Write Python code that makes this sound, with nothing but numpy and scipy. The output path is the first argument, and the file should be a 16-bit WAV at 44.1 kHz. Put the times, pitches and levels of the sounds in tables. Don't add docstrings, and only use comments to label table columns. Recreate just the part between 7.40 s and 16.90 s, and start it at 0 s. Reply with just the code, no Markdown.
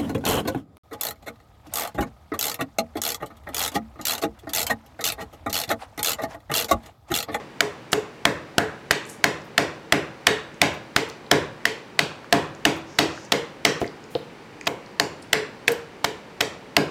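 import sys
import numpy as np
from scipy import signal
from scipy.io import wavfile

SR = 44100
rng = np.random.default_rng(int(sys.argv[2]) if len(sys.argv) > 2 else 0)


def amplitude_ratio(level_db):
    exponent = np.asarray(level_db, float) / 20
    return 10 ** exponent


def to_wav(s):
    ch = np.atleast_2d(s).T
    pcm = np.round(np.clip(ch, -1, 1) * 32767)
    wavfile.write(sys.argv[1], SR, pcm.astype(np.int16))


N = 418950
LEAD = SR // 2

# start_s, cut_ms, weight_db, edge_db
BLOWS = [(0.2062, 2.45, -30, -34), (0.5303, 1, -29.5, -36), (0.8532, 4.05, -24.5, -32.5),
         (1.1816, 2.6, -25.5, -34), (1.5094, 1.1, -30.5, -26.5), (1.8415, 3.1, -26, -28.5),
         (2.1792, 3.84, -24.5, -28), (2.5237, 2.8, -23.5, -29.5), (2.8687, 4.3, -26.5, -22.5),
         (3.2164, 2.9, -23, -24), (3.5627, 4.1, -28, -28), (3.914, 2.7, -21, -26), (4.2544, 3.5, -33, -30),
         (4.5916, 4, -29, -28), (4.9258, 4.5, -21.5, -28.5), (5.2519, 5.1, -24, -26.5),
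         (5.5873, 5.5, -24, -23.5), (5.9203, 6.6, -27, -28.5), (6.2506, 4.7, -25.5, -23.5),
         (7.2696, 9.7, -30.5, -48), (7.598, 4.5, -28.5, -35.5), (7.931, 2.9, -29.5, -27),
         (8.2798, 0.85, -31, -34), (8.6434, 7.5, -32, -35), (9.0065, 7.5, -31, -30),
         (9.3664, 4.8, -22, -33.5)]
# start_s, cut_ms, weight_db, edge_db
EARLIER_BLOW = (-SR / 8 / SR, 3.5, -26, -35)
# crack_hz, crack_peak_db, bowl_hz, bowl_db
BLANK = [(1980, 4, 416, -30), (1730, 5, 422.5, -22), (1790, 4, 402, -35), (1480, 10, 434, -28),
         (1800, 8.5, 425, -32), (1810, 6, 1000, -38), (1790, 2.5, 370, -44), (2160, 9, 404, -29),
         (1870, 6.5, 434, -23.5), (2250, 7, 970, -44), (1790, 2, 450, -28), (1670, 10, 210, -39),
         (1850, -3, 450, -32), (2390, -2.5, 170, -39), (1880, 3, 703, -39), (2880, -7, 321.5, -28),
         (2180, -7, 323, -31.5), (3400, -11, 464, -24), (2510, -6, 460, -30.5), (1780, -12, 490, -35),
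         (2070, -3.5, 870, -47), (1960, 6, 428, -28), (2450, 2, 467, -22), (1870, -10.5, 432, -34),
         (2050, -10, 469, -27.5), (2670, -2, 1600, -33)]
# start_s, peak_db, contact_hz, block_db
TAPS = [
    (6.416, -10.5, 440, -39),
    (6.454, -22, 414, -46),
    (6.753, -13, 506, -43),
]

MEAN_WEIGHT_DB, MEAN_EDGE_DB = -25, -30
STEEL_HZ = 3470


def at_hz(points, hz, count=1):
    points = np.array(points)
    return np.interp(np.log(hz), np.log(points[:, 0]), points[:, count])


def band(x, low_hz, high_hz, order=2):
    sos = signal.butter(order, [low_hz, min(high_hz, 20000)], "band", fs=SR, output="sos")
    return signal.sosfilt(sos, x)


def ring(x, hz, t60):
    radius = amplitude_ratio(-60 / (t60 * SR))
    angle = 2 * np.pi * hz / SR
    return signal.lfilter([0, np.sin(angle)], [1, -2 * radius * np.cos(angle), radius ** 2], x + 1e-18)


def add(track, start_s, sound):
    i = max(round(start_s * SR) + LEAD, 0)
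    track[i:i + len(sound)] += sound[:len(track) - i]


def burst(hold_ms, fade_ms, size=2048):
    t_ms = np.arange(size) / SR * 1000
    return rng.standard_normal(size) * np.exp(-np.maximum(t_ms - hold_ms, 0) / fade_ms)


def peak_one(x):
    return x / np.max(np.abs(x))


def noise_bank(size, gain_of_band):
    edges = 30 * 2 ** (np.arange(29) / 3)
    white = rng.standard_normal((2, size))
    total = 0
    for k, (low, high) in enumerate(zip(edges, edges[1:])):
        total = total + gain_of_band(np.sqrt(low * high)) * band(white[k % 2], low, high)
    return total


def boom(weight_db):
    return -30.5 + 1.4 * (weight_db - MEAN_WEIGHT_DB)


def hum():
    # band_hz, level_db
    spectrum = [(18, -56), (30, 2), (91, -8.5), (112, -1.5), (235, -1), (306, -2), (480, -1), (593, -9),
                (928, -5.5), (1120, -11.5), (2600, -14.5), (2890, -22), (4290, -23.5), (13700, -45),
                (16500, -41)]
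    x = noise_bank(N + LEAD, lambda hz: amplitude_ratio(at_hz(spectrum, hz)))
    return amplitude_ratio(-43.5) * x / np.std(x)


def workshop(small, sung):
    # band_hz, echo_db, t60_s
    room = [(59.7, -17.5, 0.91), (118, -12.5, 0.49), (274, -5.5, 0.17), (463, -7, 0.42), (940, -11.5, 0.46),
            (1300, -12, 0.65), (1890, -1, 0.4), (3960, -5, 0.43), (6500, -0.5, 0.34), (9000, -8.5, 0.31),
            (12200, -5.5, 0.24), (16100, -14, 0.24)]
    limits = [90, 300, 1000, 4000, 17000]
    t = np.arange(SR) / SR
    echo = noise_bank(SR, lambda hz: amplitude_ratio(at_hz(room, hz) - 60 * t / at_hz(room, hz, count=2)))
    echo *= 1 - np.exp(-np.maximum(t - .002, 0) / 0.0038)
    sent = amplitude_ratio(-34.0) * small + sung
    for (s, _, weight_db, edge_db), (crack_hz, crack_db, *_) in zip([EARLIER_BLOW, *BLOWS], [BLANK[0], *BLANK]):
        snap_db = -32.5 + 0.48 * (weight_db - MEAN_WEIGHT_DB) + 0.19 * (edge_db - MEAN_EDGE_DB)
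        snap_db -= 0.052 * crack_db
        levels_db = boom(weight_db), weight_db, edge_db, snap_db
        blow = .04 * burst(1.5, fade_ms=2.0)
        blow[0] += 1
        # (Hz, dB, pitch ratio to each side)
        colours = (crack_hz, -10 + 0.83 * crack_db, 1.13), (STEEL_HZ, -27, 1.15), (7980, -3, 1.05)
        blow += sum(amplitude_ratio(db) * band(blow, hz / wide, hz * wide, order=1) for hz, db, wide in colours)
        for k, (low, high, level_db) in enumerate(zip(limits, limits[1:], levels_db)):
            part = band(blow, low, high) * (-1) ** k
            part *= np.sqrt(SR / 2 / (high - low) / np.sum(part ** 2))
            add(sent, s, amplitude_ratio(level_db - 4.5) * part)
    return signal.fftconvolve(sent, echo)[:N + LEAD]


def block():
    # mode_hz, level_db, t60_s
    modes = [(91, 8, 0.067), (130.5, -39, 0.52), (148.4, 2, 0.55), (149.5, -55, 0.27), (221.3, -40.5, 1),
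             (286.4, 0.5, 0.39), (326.6, -22.5, 0.73), (424.6, -26.5, 0.23), (468.2, -20, 0.29),
             (547, -36, 1), (690, 11, 0.16), (842, -16, 0.12), (843.6, -22, 0.27), (1031, -24, 0.47)]
    hits = [(s, boom(weight_db), weight_db, bowl_hz) for (s, _, weight_db, _), (_, _, bowl_hz, _)
            in zip([EARLIER_BLOW, *BLOWS], [BLANK[0], *BLANK])]
    hits += [(s, db, db, hz) for s, _, hz, db in TAPS]
    s, boom_db, thud_db, thud_hz = np.transpose(hits)
    at = np.round(s * SR).astype(int) + LEAD
    spread_db = rng.normal(0, 0.62, (len(hits), len(modes)))
    out = 0
    for k, (hz, level_db, t60) in enumerate(modes):
        near_db = 6.2 * np.exp(-(np.log(hz / thud_hz) / 0.21) ** 2)
        strike_db = boom_db if hz < 300 else thud_db
        clicks = np.zeros(N + LEAD)
        clicks[at] = amplitude_ratio(strike_db + .5 * level_db - 7.5 + near_db + spread_db[:, k])
        swelling = ring(clicks, hz, 4.6 / hz)
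        out = out + ring(swelling, hz, t60) * hz / 6000
    return out


def grazes():
    out = np.zeros(N + LEAD)
    for s, _, _, edge_db in BLOWS:
        swell = band(burst(.1, fade_ms=1.3, size=512)[::-1], 1700, 11600)
        add(out, s - 512 / SR, amplitude_ratio(-31.5 + edge_db - MEAN_EDGE_DB) * swell)
    return out


def cracks():
    out = np.zeros(N + LEAD)
    t = np.arange(2048) / SR
    opening = 1 - np.exp(-(t / 0.0063) ** 2)
    entry = 1 - np.exp(-(t / 0.00033) ** 2)
    for (s, cut_ms, _, edge_db), (crack_hz, crack_db, *_) in zip(BLOWS, BLANK):
        split = burst(max(cut_ms - 1.2, .3), max(2.93 - 0.66 * cut_ms, .9))
        split[0] += 16.5 * rng.choice([-1, 1])
        blank = peak_one(ring(split, crack_hz, 0.0029)) + 0.61 * peak_one(band(split, 1440, 3440))
        hiss = peak_one(band(split * opening, 7900, 12800))
        steel = peak_one(ring(split, STEEL_HZ, 0.00062)) + 0.07 * hiss
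        steel_db = -2.5 + 6 + 0.44 * (edge_db - MEAN_EDGE_DB)
        add(out, s - .00025, entry * (amplitude_ratio(crack_db + 5) * blank + amplitude_ratio(steel_db) * steel))
    return out


def bowl():
    out = np.zeros(N + LEAD)
    for (s, *_), (*_, hz, level_db) in zip(BLOWS, BLANK):
        shaking = burst(22.0, fade_ms=42.6, size=16384)
        add(out, s + 0.004, amplitude_ratio(level_db + 5.0) * peak_one(ring(shaking, hz, 0.16)))
    return out


def ticks():
    # start_s, peak_db, pitch_hz
    touches = [(0.5185, -24, 6500), (3.911, -16, 4450), (4.910, -47, 6500), (6.414, -29.5, 6050),
               (6.443, -24.5, 1790), (6.465, -39, 6100), (6.477, -31, 4150), (6.751, -19, 3400),
               (7.211, -26.5, 1900), (7.211, -32, 6000), (7.2585, -34, 6000), (7.265, -34, 3500),
               (8.2753, -27, 5000)]
    # start_s, peak_db, pitch_hz
    falls = [(1.055, -56, 5000), (1.653, -36, 7400), (2.018, -40, 5460), (2.055, -46, 6000),
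             (3.143, -43, 6000), (3.699, -28.5, 5400), (3.865, -37, 3440), (4.205, -37, 1500),
             (4.716, -29, 1300), (4.845, -44, 5000), (4.844, -31, 1350), (5.15, -37.5, 5800),
             (5.776, -25, 1410), (5.85, -36, 6030), (6.517, -48, 5000), (6.640, -38, 5500),
             (7.462, -37, 4500), (7.826, -35, 4400), (8.319, -27, 8000)]
    out = np.zeros(N + LEAD)
    for s, peak_db, hz in touches + falls:
        tick_ms = 3.6 + .04 * peak_db
        tick = band(burst(.2, fade_ms=tick_ms / 2), hz / 1.3, hz * 1.3, order=3)
        add(out, s, amplitude_ratio(peak_db) * peak_one(tick))
    return out


def rustles():
    # start_s, length_ms, level_db, centre_hz, width_octaves
    brushes = [(0.52, 11, -30, 5960, 5.9), (1.66, 42, -51, 9000, 0.74), (1.684, 57, -40.5, 8100, 0.92),
               (2.04, 49, -64, 13000, .8), (3.335, 23, -52, 12000, 1.4), (3.686, 18, -50, 9000, 2.5),
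               (5.36, 25, -52, 12000, 1.4), (5.449, 360, -53, 5600, 0.45), (5.679, 420, -50.5, 5640, 0.56),
               (6.40, 43, -46.5, 9000, 2.5), (6.699, 92, -52.5, 10900, 2), (7.82, 18, -49, 8550, 0.45),
               (8.318, 11, -33, 9900, 1.5), (8.32, 46, -66, 12600, .04)]
    out = np.zeros(N + LEAD)
    for s, length_ms, level_db, hz, octaves in brushes:
        t = np.arange(8192) / SR * 1000 / length_ms
        grain_db = 2.4 * rng.standard_normal(len(t) // 64).repeat(64)
        grains = rng.standard_normal(len(t)) * amplitude_ratio(grain_db)
        grains = band(grains, hz * 2 ** (-octaves / 2), hz * 2 ** (octaves / 2))
        envelope = np.minimum(6 * t, 1) * np.exp(-1.5 * t ** 1.25)
        add(out, s, amplitude_ratio(level_db) * grains / np.std(grains) * envelope)
    return out


def splinters():
    # start_s, pitch_hz, level_db
    songs = [(0.532, 7100, -34), (1.8412, 2250, -22), (2.1786, 1800, -28), (2.8703, 2450, -22),
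             (2.8685, 5460, -38), (3.5627, 1510, -25), (4.2543, 1850, -24.5), (4.5914, 4400, -31),
             (5.9202, 866, -36.5), (5.922, 4500, -36), (7.598, 4350, -25), (7.599, 7000, -30),
             (7.931, 2090, -22), (8.2798, 1650, -24.5), (8.6433, 955, -33), (9.367, 4500, -23),
             (1.5095, 3030, -34), (4.5914, 3260, -32), (6.2508, 5230, -27), (6.2508, 3530, -32),
             (7.929, 3860, -39), (7.931, 7000, -31)]
    sent, near = np.zeros(N + LEAD), np.zeros(N + LEAD)
    pluck = signal.unit_impulse(2048)
    for s, hz, db in songs:
        song = band(pluck, hz / 1.05, hz * 1.05, order=1)
        add(sent, s, amplitude_ratio(db + 5) * song)
        add(near, s, amplitude_ratio(db + 21.5) * peak_one(song))
    return sent, near


def taps():
    out = np.zeros(N + LEAD)
    for s, peak_db, hz, _ in TAPS:
        push = burst(.5, fade_ms=11.5)
        push[0] += 12
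        thump = ring(ring(push, 1.75 * hz, 0.0021), hz, 0.015)
        add(out, s, amplitude_ratio(peak_db) * peak_one(thump + 9.0 * band(push, 900, 3000)))
    return out


def scene():
    small = ticks() + rustles() + taps()
    sung, near = splinters()
    mix = hum() + workshop(small, sung) + block() + grazes() + cracks() + bowl() + small + near
    return mix[None, LEAD:]


def low_pass(x):
    return signal.sosfilt(signal.butter(12, 16980, fs=SR, output="sos"), x)


def record(dry):
    top, knee = .53, 5
    flat = dry / (1 + np.abs(dry / top) ** knee) ** (1 / knee)
    thin = signal.sosfilt(signal.butter(2, 85, "high", fs=SR, output="sos"), flat)
    lifted = thin + 0.2 * band(thin, 2200, 14400, order=1)
    cut = signal.sosfilt(signal.cheby2(10, 60, 17100, fs=SR, output="sos"), lifted)
    return low_pass(cut)


dry = scene()
out = record(dry)
to_wav(out)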